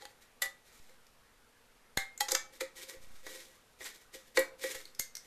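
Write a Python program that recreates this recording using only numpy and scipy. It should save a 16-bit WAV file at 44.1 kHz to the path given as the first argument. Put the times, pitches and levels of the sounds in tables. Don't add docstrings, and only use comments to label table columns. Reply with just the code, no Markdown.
import sys
import numpy as np
from scipy import signal
from scipy.fft import rfft, irfft
from scipy.io import wavfile
from scipy.ndimage import uniform_filter1d

SR = 44100
rng = np.random.default_rng(int(sys.argv[2]) if len(sys.argv) > 2 else 0)


def int16_out(signal):
    q = np.round(np.clip(np.atleast_2d(signal).T, -1, 1) * 32767)
    wavfile.write(sys.argv[1], SR, q.astype(np.int16))


N = 232042

GLASS_TONES = { "beaker": [(546, -16, .17), (785, -17, .19), (1165, -22, .14), (1240, -27, .24),
               (1698, -18, .14), (1760, -17, .2), (1860, -19, .14), (1963, 1, .215), (2270, -16, 0.19),
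               (3570, -13.5, 0.15), (3630, -21, 0.2), (4230, -11, 0.1), (7500, -19, 0.079),
               (11030, -4.5, 0.031), (11200, -22, 0.061)], "flask": [(781, -7, .21), (1572, -8, .1),
               (1968, -2, .14), (2124, 0, .29), (2288, -13, .2), (3373, 5, 0.021), (4140, 5.5, 0.025),
               (4400, 2, 0.018), (6450, -14, .16), (6710, 6.5, 0.026), (8060, -17, 0.059),
               (11200, -12, 0.053)], "jar": [(823, 0, .18), (862, -14, .24), (1336, -16, .18),
               (1962, -2, .07), (1985, -17, .25), (2577, -20, .2), (3215, -7, .1), (4020, 1.5, 0.024),
               (4510, -5.5, 0.031), (6840, -5, 0.062), (8088, -18, 0.047), (10460, -13, 0.03)],
               "tumbler": [(822, -14, .15), (1252, -21, .12), (1684, -10, .1), (1830, -9, .06),
               (1928, -1, .17), (2120, -17, .14), (2207, -15, .14), (2294, -14, .25), (3210, -23, .12),
               (3550, -15, .1), (4030, -23, .16), (5000, -21, .12)], "dish": [(790, -4, .13), (966, 0, .1),
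               (1284, 2, .09), (1467, 4, .1), (1822, -2, .12), (2202, -3, .2), (2295, -5, .35),
               (3550, 1.5, 0.18), (4960, 16, 0.039), (6200, -14, .1), (6140, 1, 0.072), (6650, -18, 0.13),
               (7260, -2, 0.077)], "vial": [(2085, -5, .26), (2130, -6, .14), (2190, -5, .1),
               (3260, -18, 0.19), (4200, -8, 0.099), (5380, 0, 0.043), (6430, 7.5, 0.036),
               (7700, -2.5, 0.11), (8400, -3, 0.11), (9500, 1.5, 0.046), (12100, 5, 0.033)], }
# (pitch [Hz], level [dB], time to fade by 60 dB [s])
WOOD_TONES = [(293.6, -23.5, 0.22), (353.5, -13.5, 0.147), (440, -8, 0.034), (459.3, -6.5, 0.093),
              (527.7, 3.5, 0.13), (534.5, 0.5, 0.13), (656, -44, 0.048)]
# (time [s], glass [name], crack level [dB], ring level [dB],
# knock level [dB], crack rise [s], crack fall [s], tilt towards the treble [dB per octave])
GLASS_HITS = [ (0.022, "jar", -54.5, -50, -51, 0.023, 0.0044, -5.5),
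              (0.0534, "jar", -40, -51, -80, 0.00024, 0.0019, -2),
              (0.4208, "beaker", -27.5, -29, -76, 0.0013, 0.012, 1),
              (0.458, "beaker", -43, -40, -68, 0.015, 0.009, -2),
              (0.896, "tumbler", -57, -79, -56.5, .003, .004, -3),
              (1.974, "flask", -23, -33, -46.5, 0.0011, 0.0028, -1),
              (2.2078, "jar", -24, -27.5, -42, 0.0019, 0.0046, 1.5),
              (2.2843, "dish", -33, -53, -42.5, 0.00026, 0.013, -1.5),
              (2.312, "jar", -33.5, -39.5, -49, 0.0034, 0.0047, 3),
              (2.320, "dish", -19.5, -48.5, -28.5, 0.0017, .0022, 3),
              (2.351, "dish", -20, -44, -68, 0.0018, 0.0036, -1.5),
              (2.6104, "tumbler", -30.5, -43, -28, 0.0032, 0.006, -1),
              (2.939, "tumbler", -52, -56, -44, .004, .005, -2),
              (3.2666, "tumbler", -38.5, -49, -49, 0.00025, 0.005, -4),
              (3.807, "tumbler", -45, -48, -49.5, 0.00046, 0.0083, -7.5),
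              (3.861, "tumbler", -41.5, -49.5, -64, 0.0093, 0.017, -1),
              (4.144, "tumbler", -55.5, -72, -42, 0.00044, 0.0044, -10),
              (4.3729, "tumbler", -21, -24.5, -15, 0.00067, 0.005, -3.5),
              (4.3931, "tumbler", -25.5, -46, -53, .0015, 0.0044, 8),
              (4.403, "tumbler", -35.5, -65, -53, 0.0013, 0.0058, -7),
              (4.639, "tumbler", -36.5, -34.5, -28, 0.0012, 0.0066, -2),
              (4.750, "tumbler", -39.5, -44, -41, 0.0041, .008, -.5),
              (4.997, "vial", -20, -39.5, -54, 0.0015, 0.00096, 5.5), ]


def gain(db):
    return 10 ** (np.asarray(db) / 20)


def normalise(x):
    return x / np.sqrt(np.mean(x ** 2) + 1e-20)


def look_up(points, hz):
    frequencies, values = np.transpose(points)
    return np.interp(np.log(hz + 1), np.log(frequencies + 1), values)


def add(mix, time, sound):
    start = round(time * SR)
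    sound = sound[max(-start, 0):]
    part = mix[max(start, 0):][:len(sound)]
    part += sound[:len(part)]


def coloured(x, colour):
    hz = np.fft.rfftfreq(len(x), 1 / SR)
    return normalise(irfft(rfft(x) * gain(look_up(colour, hz)), len(x)))


def shortest_click(db, size=2048):
    log_gain = np.log(gain(np.r_[db, db[-2:0:-1]]))
    spectrum = np.exp(np.conj(signal.hilbert(log_gain)))
    return np.fft.ifft(spectrum).real[:size]


def ring(tones, low_cut_hz=270):
    t = np.arange(SR // 2) / SR
    swing = sum(gain(db) * np.exp(-np.log(1000) * t / fade) * np.sin(2 * np.pi * hz * t) * (-1) ** k
                for k, (hz, db, fade) in enumerate(tones))
    return signal.sosfilt(signal.butter(5, low_cut_hz, "high", fs=SR, output="sos"), swing)


def hiss(level_db=-65, waver_db=3, waver_hz=1600, waver_octaves=0.43):
    # (frequency [Hz], relative level [dB])
    hiss_colour = [(20, 7), (70, -6), (100, -5.5), (190, -8.5), (235, -2.5), (330, -13), (470, -3),
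                   (600, -8.5), (1100, -9), (1750, -9.5), (2500, -13), (6700, -19), (13000, -21),
                   (14500, -35)]
    hz, _, spectrum = signal.stft(coloured(rng.standard_normal(N), hiss_colour), SR, nperseg=1024)
    patches = uniform_filter1d(rng.standard_normal(spectrum.shape), size=6, axis=0)
    patches = normalise(uniform_filter1d(patches, size=7, axis=1))
    band = np.exp(-.5 * (np.log2((hz + 1) / waver_hz) / waver_octaves) ** 2)
    waver = gain(waver_db * band[:, None] * patches)
    wavering = signal.istft(spectrum * waver, SR, nperseg=1024)[1][:N]
    return gain(level_db) * normalise(wavering)


def room_echo(x, first_echo_s=0.0045, build_s=0.0031, thin_below_hz=800):
    # (frequency [Hz], time to fade by 60 dB [s])
    echo_times = [(200, 1), (600, 0.52), (2000, 0.27), (5000, 0.26), (9000, 0.22), (14000, 0.17)]
    hz, t, noise = signal.stft(rng.standard_normal(SR // 2), SR, nperseg=256)
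    bass_cut = hz / np.hypot(hz, thin_below_hz)
    fade = np.exp(-np.log(1000) * t / look_up(echo_times, hz)[:, None])
    tail = signal.istft(noise * bass_cut[:, None] * fade, SR, nperseg=256)[1]
    tail *= np.clip((np.arange(len(tail)) / SR - first_echo_s) / build_s, 0, 1)
    return signal.fftconvolve(x, tail / np.linalg.norm(tail))[:N]


def low_bumps(high_cut_hz=900, below_crack_db=-31, hit_fade_s=0.057):
    # (time [s], level [dB], fade time [s])
    lone_bumps = [(0.8, -52, 0.16), (1.974, -19.5, 0.00051), (1.986, -43, 0.049), (4.757, -53.5, 0.2),
                  (4.9989, -23, 0.00013)]
    under_hits = [(time, crack_db + below_crack_db, hit_fade_s) for time, _, crack_db, *_ in GLASS_HITS]
    start_s, bumps_per_s, bump_db, bump_fade_s = 2.971, 29, -54, 0.12
    flutter = [(start_s + k / bumps_per_s, bump_db, bump_fade_s) for k in range(6)]
    bumps, t = np.zeros(N), np.arange(SR // 2) / SR
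    for time, db, fade in under_hits + lone_bumps + flutter:
        add(bumps, time, gain(db) * np.exp(-t / fade))
    return signal.lfilter(*signal.butter(1, high_cut_hz, fs=SR), bumps)


def slide_speed(push_s, coast_s):
    t = np.arange(SR) / SR
    speeding_up = np.minimum(t / push_s, 1) ** 1.15
    slowing_down = np.exp(-(np.maximum(t - push_s, 0) / coast_s) ** 1.08)
    return speeding_up * slowing_down


def glass_slides(slips_per_s=1500, slip_spread_db=0.5, catch_hz=45.55, catch_db=3.5,
                 scrape_db=-2.0, sing_db=-15):
    # (start [s], push time [s], coast time [s], friction level [dB], drone relative to friction [dB])
    strokes = [ (0.0, 0.017, 0.078, -56, -12.5), (0.205, 0.018, 0.033, -60.5, -25),
               (0.6, 0.11, .17, -58.5, -31), (2.52, 0.021, 0.024, -50, -12), (2.734, 0.1, 0.029, -44, -16),
               (2.865, 0.03, 0.041, -44, -9), (3.01, 0.018, 0.4, -60, -20), (3.22, 0.086, 0.1, -46, -11),
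               (3.785, 0.062, 0.08, -45, -30), (4.12, 0.022, 0.1, -53, -15),
               (4.342, 0.035, 0.0069, -36.5, -11.5), (4.58, .06, 0.047, -41, -6.5),
               (4.679, 0.03, 0.085, -43.5, -18.5), (5.18, .07, .05, -58.5, -22), ]
    # (frequency [Hz], relative level [dB])
    scrape_colour = [(150, -26), (300, -6), (450, -0.5), (660, -23), (1000, -11), (1400, -14.5),
                     (1950, -3.5), (2250, -1), (2650, -9.5), (3600, -3.5), (4600, -6.5), (7000, -6.5),
                     (10500, -11.5), (14000, -11.5)]
    slide_level, drone_level = np.zeros(N), np.zeros(N)
    for time, push_s, coast_s, db, drone_db in strokes:
        stroke = gain(db) * slide_speed(push_s, coast_s)
        add(slide_level, time, stroke)
        add(drone_level, time, gain(drone_db) * stroke)
    sizes = gain(slip_spread_db * np.minimum(rng.exponential(1, N), 4))
    directions = rng.choice([-1, 1], N)
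    slips = normalise(sizes * directions * (rng.random(N) < slips_per_s / SR))
    catching = np.interp(np.arange(N) / SR * catch_hz, np.arange(N), rng.standard_normal(N))
    smooth_rub = 0.59 * rng.standard_normal(N)
    friction = (slips + smooth_rub) * gain(catch_db * catching)
    drone = normalise(signal.fftconvolve(friction, ring(WOOD_TONES))[:N])
    singing = normalise(signal.fftconvolve(friction, ring(GLASS_TONES["tumbler"]))[:N])
    scrape = coloured(friction, scrape_colour)
    return slide_level * (gain(scrape_db) * scrape + gain(sing_db) * singing) + drone_level * drone


def crack(rise_s, fall_s, focus_hz, focus_db, tilt_db, focus_octaves=0.21):
    # (frequency [Hz], relative level [dB])
    crack_colour = [(100, -27.5), (220, -20.5), (320, -7), (480, -1), (680, -2), (1200, 0.5), (2000, 9.5),
                    (2600, -1.5), (3700, 8), (5500, 0), (7300, 5.5), (9300, -2), (12000, 1), (14000, -3.5)]
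    t = np.arange(-SR // 20, SR // 10) / SR
    force = np.exp(np.minimum(t / rise_s, -t / fall_s))
    chatter = force * rng.standard_normal(len(t))
    hz = np.fft.rfftfreq(2048, 1 / SR)
    octaves = np.log2(np.maximum(hz, 100) / focus_hz)
    focus_band = np.exp(-.5 * (octaves / focus_octaves) ** 2)
    colour_db = look_up(crack_colour, hz) + tilt_db * octaves + focus_db * focus_band
    burst = signal.fftconvolve(chatter, shortest_click(colour_db))
    return burst * np.linalg.norm(force) / np.linalg.norm(burst)


def glass_contacts(ring_room_db=-12, knock_room_db=-20.5, tick_room_db=-6.5, tick_ring_db=-20.5):
    touch = {"beaker": (11500, 3.3, -10.5), "flask": (1800, 1, -5.5), "jar": (4800, 5.6, -9),
             "dish": (6170, 9.5, -8.5), "tumbler": (2170, 5.5, -8), "vial": (5530, 9.7, -5.5)}
    # (time [s], level [dB], favoured frequency [Hz])
    ticks = [(1.0676, -57, 5300), (2.177, -38.5, 7200), (3.843, -41.5, 7260), (4.717, -41, 7000),
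             (4.854, -42.5, 4200), (4.949, -48, 5100), (5.1531, -34, 5370), (5.1686, -37, 5530)]
    rings = {glass: ring(tones) for glass, tones in GLASS_TONES.items()}
    knock = ring(WOOD_TONES)
    lead_s = 1 / 20
    sounds = []  # (start [s], sound, share sent into the room [dB])
    for time, glass, crack_db, ring_db, knock_db, rise_s, fall_s, tilt_db in GLASS_HITS:
        focus_hz, focus_db, room_db = touch[glass]
        burst = crack(rise_s, fall_s, focus_hz, focus_db, tilt_db)
        sounds += [(time - lead_s, gain(crack_db) * burst, room_db),
                   (time, gain(ring_db) * rings[glass], ring_room_db),
                   (time, gain(knock_db) * knock, knock_room_db)]
    for time, db, focus_hz in ticks:
        tick = crack(rise_s=0.00058, fall_s=0.0027, focus_hz=focus_hz, focus_db=16, tilt_db=2)
        sounds += [(time - lead_s, gain(db) * tick, tick_room_db),
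                   (time, gain(db + tick_ring_db) * rings["vial"], ring_room_db)]
    direct, into_room = np.zeros(N), np.zeros(N)
    for time, sound, room_db in sounds:
        add(direct, time, sound)
        add(into_room, time, gain(room_db) * sound)
    return direct, into_room


def scene(slide_room_db=-9):
    contacts, into_room = glass_contacts()
    slides = glass_slides()
    bumps = low_bumps()
    echo = room_echo(into_room + gain(slide_room_db) * slides)
    return (contacts + slides + bumps + echo + hiss())[None]


def record(dry, high_cut_hz=14150):
    low_pass = signal.firwin(255, high_cut_hz, window=("kaiser", 8), fs=SR)
    return signal.oaconvolve(dry, low_pass[None], "same")


dry = scene()
out = record(dry)
int16_out(out)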